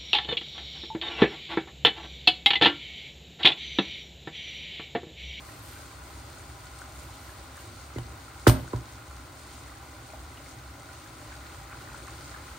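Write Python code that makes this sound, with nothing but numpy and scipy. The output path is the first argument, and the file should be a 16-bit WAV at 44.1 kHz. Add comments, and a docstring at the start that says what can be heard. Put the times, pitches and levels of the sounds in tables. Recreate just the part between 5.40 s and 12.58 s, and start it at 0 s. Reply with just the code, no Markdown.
"""Gas burners rumble and rice sizzles faintly while a wooden spoon softly turns it; stew bubbles in a pot beside it.
The spoon bumps the pan, raps once hard on its rim and is laid down; the pan thuds and chatters on its grate.
Shaped noise makes flames, seething and scraping; decaying sines make bubbles, crackle and struck modes.
The steady sources grow louder, the stew's pips most, as the microphone moves from the rice to the pot."""
import sys
import numpy as np
from scipy import signal
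from scipy.fft import rfft, irfft, next_fast_len
from scipy.io import wavfile
from scipy.ndimage import map_coordinates

SR = 44100
rng = np.random.default_rng(int(sys.argv[2]) if len(sys.argv) > 2 else 0)


def transcribe(u):
    """Save the signal u as a 16-bit wav file named by the first command-line argument.

    u: samples, shape (n,) or (channels, n), limited to [-1, 1]; the rate is SR.
    q: integer samples, one column per channel.
    """
    v = np.clip(np.atleast_2d(u).T, -1, 1)
    q = np.round(v * 32767).astype(np.int16)
    wavfile.write(sys.argv[1], SR, q)


N = 316638  # length [samples]


def amp(db):
    """Decibels to amplitude gain, 20 dB for each factor of ten."""
    return 10 ** (np.asarray(db) / 20)


def unit(x):
    """Normalise the mean power, so that the rms is 1."""
    return x / np.sqrt(np.mean(x ** 2) + 1e-20)


def along(points, hz):
    """Interpolate (frequency [Hz], value) points on a logarithmic frequency axis."""
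    f, v = np.transpose(points)
    return np.interp(np.log(hz + 1), np.log(f + 1), v)


def wobble(rate):
    """Slow random modulation: a smooth curve through rate random knots a second."""
    knots = rng.standard_normal(int(N * rate / SR) + 4)
    return map_coordinates(knots, [np.arange(N) * rate / SR])


def swell(s, half):
    """A Gaussian envelope: a smooth rise and fall around time s [s]."""
    return np.exp(-((np.arange(N) / SR - s) / half) ** 2)


def add(track, s, sound):
    """Superposition: mix a sound into a track at time s [s]."""
    start = round(s * SR)
    part = sound[..., :track.shape[-1] - start]
    track[..., start:start + part.shape[-1]] += part


def filtered(x, response):
    """Linear filtering: multiply the spectrum by a complex response of frequency."""
    n = x.shape[-1]
    m = next_fast_len(n + SR // 4)
    return irfft(rfft(x, m) * response(np.fft.rfftfreq(m, 1 / SR)), m)[..., :n]


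def spread(pair, spectrum):
    """Interchannel coherence: mix two unrelated signals into coloured stereo of rms 1, near mono in the bass."""
    # likeness of left and right: (frequency [Hz], coherence [0 to 1])
    coherence = [(60, 1), (130, .97), (290, 0.9), (640, 0.72), (1400, 0.26), (2400, 0.62), (4400, 0.37),
                 (8000, 0.13), (15000, 0.4)]

    def mid_and_side(hz):
        turn = np.arccos(np.clip(along(coherence, hz), -1, 1)) / 2
        return amp(along(spectrum, hz)) * [np.cos(turn), np.sin(turn)]

    mid, side = filtered(pair, mid_and_side)
    return unit(np.array([mid + side, mid - side]))


def ring(modes, t, vary_db):
    """Modal synthesis: a sum of exponentially damped sines whose strengths scatter by vary_db."""
    return sum(
        amp(db + vary_db * rng.normal() - 60 * t / t60) * np.sin(2 * np.pi * hz * t)
        for hz, db, t60 in modes)


def bubble(t, hz, cycles, rise):
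    """A bubble as damped oscillator: it dies by 60 dB in some cycles, its pitch rising as it opens."""
    age = t * hz / cycles
    tone = np.sin(2 * np.pi * hz * t * (1 + rise * np.minimum(age, 1)))
    onset = 1 - np.exp(-2 * t * hz)
    return tone * amp(-60 * age) * onset


def grains(rate, hz, scatter, cycles, size_db):
    """Granular noise: two unrelated streams of tiny bursts with random pitch and size, rms 1."""
    count = int(rate * N / SR)  # both streams together
    when, size, side = rng.random((count, 3)).T
    pitch = np.clip(hz * np.exp(scatter * rng.standard_normal(count)), hz / 4, SR / 3)
    t = np.arange(int(min(2 * cycles / hz, .05) * SR)) / SR
    # exponentially distributed sizes in dB, capped at five times the mean
    gain = amp(size_db * np.minimum(-np.log(1 - size), 5))
    shapes = bubble(t, pitch[:, None], cycles, rise=.1) * gain[:, None]
    # the second stream lies N samples after the first
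    where = (when * (N - len(t))).astype(int) + N * (side > .5)
    samples = (where[:, None] + np.arange(len(t))).ravel()
    return unit(np.bincount(samples, shapes.ravel(), 2 * N).reshape(2, N))


def kitchen(x, wet_db):
    """Reverberation: a sound with the small room's decaying diffuse answer, whose treble dies first."""
    # room decay: (frequency [Hz], t60 [s])
    echo = [(100, 0.43), (1000, 0.4), (5000, 0.36), (15000, 0.067)]
    # room colour: (frequency [Hz], gain [dB])
    room_colour = [(60, -17), (200, 1.5), (400, -7), (700, -3.5), (1500, -3.5), (5000, -4), (15000, -4)]
    hz, t, z = signal.stft(rng.standard_normal((2, SR // 2)), SR, nperseg=256)
    decay = amp(-60 * t / along(echo, hz)[:, None])
    build_up = 1 - np.exp(-t / 0.005)
    tail = signal.istft(z * decay * build_up, SR, nperseg=256)[1]
    tail = spread(tail, room_colour) / np.sqrt(tail.shape[1])
    wet = signal.fftconvolve(np.atleast_2d(x), tail, axes=1)[:, :x.shape[-1]]
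    return x + amp(wet_db) * wet


def walls(pair, echo_db, count=10):
    """Early reflections: pan sides, stove top and back wall send weak copies to each channel."""
    delay = rng.uniform(.001, .02, (2, count))  # s
    polarity = rng.choice([-1, 1], (2, count))
    paths = np.zeros((2, SR // 40))
    paths[np.arange(2)[:, None], (delay * SR).astype(int)] = amp(echo_db) * polarity
    paths[:, 0] = 1  # direct sound
    return unit(signal.fftconvolve(pair, paths, axes=1)[:, :N])


def nearness():
    """Source distance: the microphone's way from rice to pot, 0 to 1, easing in and out."""
    move_start_s, move_s = 5.44, 1.35
    progress = np.clip((np.arange(N) / SR - move_start_s) / move_s, 0, 1)
    return np.sin(np.pi / 2 * progress) ** 2


def heard(level_db):
    """Level against distance: gain of a steady source as the microphone moves."""
    over_rice, rise = level_db
    return amp(over_rice + rise * nearness())


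def burners():
    """Combustion noise: gas flames rumble under the pans as slowly wavering low noise."""
    # flame spectrum: (frequency [Hz], gain [dB])
    flame = [(20, -27), (33, -15), (48, -12.5), (65, 4), (86, -7.5), (113, -3.5), (150, -12.5),
             (185, -20.5), (230, -20.5), (255, -12.5), (325, -12), (440, -22), (700, -19.5), (2000, -70)]
    return spread(rng.standard_normal((2, N)), flame) * amp(.6 * wobble(7))


def simmer():
    """Boiling noise: water seethes deep in the food, coloured by the hollow of the pans."""
    # seething spectrum: (frequency [Hz], gain [dB])
    stew = [(250, -25), (480, -7.5), (610, 1.5), (690, -11.5), (790, 6), (890, -4.5), (1010, 4.5),
            (1120, -1), (1440, 4.5), (1720, -10), (2000, -1.5), (2900, -11.5), (6000, -20.5)]
    bubbles = grains(rate=900, hz=1300, scatter=.5, cycles=12, size_db=2)
    seethe = rng.standard_normal((2, N)) + amp(-15) * bubbles
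    return spread(seethe, stew) * amp(.4 * wobble(12))


def lesser_plops(count=60):
    """Random arrivals: bubbles (time [s], level [dB], pitch [Hz]), a greater share audible near the pot."""
    typical_db, scatter_db = -41.5, 1
    typical_hz, scatter_octaves = 1550, .33
    share_far = .4  # share of the bubbles that carries as far as the rice pan
    when, luck = rng.random((count, 2)).T
    size, pitch = np.clip(rng.standard_normal((count, 2)).T, -2, 2)
    audible = luck < share_far + (1 - share_far) * nearness()[(when * N).astype(int)]
    level_db = typical_db + scatter_db * size
    hz = typical_hz * 2 ** (scatter_octaves * pitch)
    return np.transpose([when * N / SR, level_db, hz])[audible]


def plops():
    """Bubble resonance: now and then a larger bubble rings out above the seething."""
    # the largest single bubbles: (time [s], level [dB], pitch [Hz])
    largest = [(1.417, -33.5, 1455), (3.278, -36.5, 1480), (3.711, -40, 1370), (4.735, -35.5, 633),
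               (4.741, -37.5, 795), (4.973, -39.5, 2910), (5.062, -39.5, 2130), (5.49, -35.5, 1440),
               (6.345, -37, 1390), (6.545, -35, 1405)]
    out, t = np.zeros(N), np.arange(SR // 10) / SR
    for s, db, hz in [*largest, *lesser_plops()]:
        add(out, s, amp(db) * bubble(t, hz, cycles=39, rise=0.015))
    return kitchen(out, wet_db=-10.0)


def stew_bubbles():
    """Overlapping bubble resonances: pips burst on top of the stew, swelling in short flurries."""
    # steady pips: (level over the rice [dB], gain on reaching the pot [dB])
    pips_db = (-60.5, 5.5)
    # the stew wells up: (middle [s], level [dB])
    upwellings = [(5.92, -50), (6.33, -52), (6.47, -53), (6.69, -55), (6.945, -49)]
    # pip spectrum: (frequency [Hz], gain [dB])
    pip_colour = [(500, -4), (1400, -1.5), (2200, -4), (3500, 1)]
    flurry_half_s = 0.023
    clusters = unit(amp(2 * wobble(11)))
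    pips = grains(rate=650, hz=1600, scatter=.24, cycles=22, size_db=1.7)
    flurries = sum(amp(db) * swell(s, flurry_half_s) for s, db in upwellings)
    return (heard(pips_db) * clusters + flurries) * spread(pips, pip_colour)


def sizzle():
    """Explosive evaporation: water spits in the fat under the rice, fine crackle over a steam hiss."""
    # frying spectrum: (frequency [Hz], gain [dB])
    fat = [(900, -23), (2300, -3), (3300, 1.5), (3900, 2.5), (4300, 4.5), (4800, 1), (5600, -2), (6800, 0),
           (7700, -3.5), (8700, 0.5), (10000, -4), (13000, -18.5), (15800, -16)]
    crackle = grains(rate=1400, hz=9500, scatter=.28, cycles=6, size_db=2.6)
    clumps = amp(-5.0 + 1.8 * wobble(18))  # it spits in clumps
    fry = rng.standard_normal((2, N)) + clumps * crackle
    lean_left = amp([[.9], [-.9]])
    return spread(walls(fry, echo_db=-19), fat) * amp(0.84 * wobble(12)) * lean_left


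def spoon_speed():
    """Friction noise follows speed: the spoon speeds up and slows down in each stroke."""
    # strokes through the rice: (middle [s], half length [s], level [dB])
    strokes = [(.1, 0.071, -57.5), (0.3, 0.13, -52), (.7, .07, -60), (.9, .05, -65), (1.62, 0.12, -55.5),
               (1.87, .1, -55.5), (2.192, 0.041, -56)]
    return sum(amp(db) * swell(s, half) for s, half, db in strokes)


def flare():
    """Exponential drying: gain of the sizzle as strokes turn wet rice onto hot metal, which then dries."""
    flare_db, drying_s = 1, 0.42  # most extra sizzle, drying time constant
    wet = signal.lfilter([1], [1, -np.exp(-1 / (drying_s * SR))], spoon_speed())
    return amp(flare_db * wet / wet.max())


def stirring():
    """Stick and release: moist grains part and stick again under each stroke of the spoon."""
    # colouring of the grains: (frequency [Hz], gain [dB])
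    squish_colour = [(900, -14), (1700, -4), (3300, -1), (4300, -2), (6800, -2), (8700, 6), (13000, 7),
                     (15800, -9)]
    squish = grains(rate=4000, hz=6000, scatter=.75, cycles=3, size_db=2.3)
    return spoon_speed() * spread(squish, squish_colour)


def chatter(rough_db=1.5):
    """Stick-slip friction: the jolted pan skids on the iron grate in gritty bursts and the metal rings."""
    # skids on the grate: (time [s], level [dB], grit t60 [s], metal ring relative to the grit [dB])
    skids = [(2.5842, -34, 0.018, -31), (3.07, -15.5, 0.061, -20), (3.076, -17, 0.11, -6.5),
             (3.0954, -12, 0.017, -30), (3.3322, -39, .02, -32), (3.36, -37, .025, -29)]
    # grit spectrum: (frequency [Hz], gain [dB])
    clack = [(150, -22), (400, 9.5), (800, 10.5), (1450, 4), (1900, 2), (3000, -1), (5000, -1.5),
             (7500, -4), (9000, -2.5), (13000, -12), (15800, -20)]
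    # modes of metal on metal: (frequency [Hz], level [dB], t60 [s])
    metal = [(2980, -6.5, 0.1), (5230, -13, .14), (8500, -17, 0.18), (8807, -7, 0.21), (9070, -10, .16),
             (13221, -11, 0.11), (14404, -9, 0.29)]
    out, t = np.zeros((2, N)), np.arange(SR // 2) / SR
    catches = unit(amp(rough_db * wobble(350)))  # the iron catches and slips unevenly
    for s, db, t60, metal_db in skids:
        envelope = amp(-60 * t / t60) * (1 - np.exp(-t / 0.0012))
        grit = spread(rng.standard_normal((2, len(t))), clack) * envelope
        grit = grit * catches[round(s * SR):][:len(t)]
        metal_ring = amp(metal_db) * ring(metal, t, vary_db=.5)
        add(out, s, amp(db) * (kitchen(grit, wet_db=-14.5) + metal_ring))
    return out


def knocks(bend=0.1655, ring_db=0, fastest_hz=2500, wood_t60=0.037, lag=0.00016, contact_cycles=3):
    """Dispersion of bending waves in pan and stove top: treble arrives first, bass last, and modes ring."""
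    # spoon against pan: (time [s], level [dB], contact softness corner [Hz], wood pitch [Hz], wood level [dB])
    blows = [(2.558, -27, 562, 2060, -11), (2.5825, -32, 1500, 3020, -13), (3.0678, -4.5, 3020, 1427, -25),
             (3.3321, -22, 1105, 990, -3.5)]
    # modes of the pan on the stove top: (frequency [Hz], level [dB], t60 [s])
    pan = [(48.6, -39, .22), (68.3, -18, 0.43), (99, -22, 0.085), (120, -1, 0.18), (162.4, -19.5, 0.34),
           (262.3, -15.5, 0.29), (348, -30, 0.21), (356, -16.5, 0.15), (396, -15.5, 0.1),
           (467, -18.5, 0.097), (583, -28.5, 0.3), (615.4, -25, 0.29), (741, -25.5, 0.14),
           (924, -23.5, 0.18), (1070, -17.5, 0.09), (1140, -31, .15), (1330, -22, 0.11), (1457, -17, 0.1),
           (1627, -23, 0.14)]
    # spectrum of the push: (frequency [Hz], gain [dB])
    thud = [(25, -44), (60, -18), (130, -14), (200, -7.5), (280, -3), (380, 0), (480, -4), (650, -14),
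            (1100, -16), (1500, -11.5), (2200, -24), (5000, -65)]
    # channel balance: (frequency [Hz], left minus right [dB])
    balance = [(100, -0.5), (330, -5), (700, 6), (1300, -6), (2400, 15)]
    out, t = np.zeros((2, N)), np.arange(SR) / SR
    lead = SR // 50  # samples of room ahead of the blow

    def travel(hz):
        # delay = bend / sqrt(frequency), counted from that at fastest_hz; bend in s sqrt(Hz)
        return np.exp(-2j * np.pi * bend * (2 * np.sqrt(hz) - hz / np.sqrt(fastest_hz)))

    def channels(hz):
        # the blows land on the right, so they reach the left lag seconds later
        difference = np.log(amp(along(balance, hz))) - 2j * np.pi * hz * lag
        return np.exp(np.outer([.5, -.5], difference))

    push = filtered(signal.unit_impulse(SR, lead), lambda hz: amp(along(thud, hz)) * travel(hz))
    push = push / abs(push).max()
    for s, db, soft_hz, wood_hz, wood_db in blows:
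        modes = filtered(np.pad(ring(pan, t, vary_db=0.0), (lead, 0))[:SR], travel)
        # a soft contact lasts longer and so drives less treble
        blow = filtered(push + amp(ring_db) * modes, lambda hz: 1 / np.sqrt(1 + (hz / soft_hz) ** 4))
        # the spoon itself clacks, at a pitch set by the grip, later after a softer contact
        wood = ring([(wood_hz, wood_db, wood_t60)], t, vary_db=1.0) * (1 - np.exp(-t / 0.0015))
        add(blow, lead / SR + contact_cycles / soft_hz, wood)
        add(out, s - lead / SR, amp(db) * kitchen(filtered(blow, channels), wet_db=-16.0))
    return out


def scene():
    """Superposition of the steady cooking and the spoon's work."""
    # steady sources: (level over the rice [dB], gain on reaching the pot [dB])
    burner_db = (-48, 1.5)
    simmer_db = (-51, 1.3)
    sizzle_db = (-54.5, 2)
    cooking = heard(burner_db) * burners() + heard(simmer_db) * simmer()
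    cooking = cooking + heard(sizzle_db) * flare() * sizzle()
    return cooking + stew_bubbles() + plops() + stirring() + knocks() + chatter()


def record(dry, low_hz=43, order=6):
    """Band limiting: deep bass falls away, the treble dips near 11 kHz and nothing is left above top_hz."""
    # treble response: (frequency [Hz], gain [dB])
    treble = [(9800, 0.5), (10400, -7), (10900, -75), (12000, -19.5), (12700, 4.5), (13600, 5)]
    top_hz = 15800
    lean = signal.sosfilt(signal.butter(order, low_hz, "highpass", fs=SR, output="sos"), dry)
    return filtered(lean, lambda hz: amp(along(treble, hz)) * (hz < top_hz))


dry = scene()
out = record(dry)
transcribe(out)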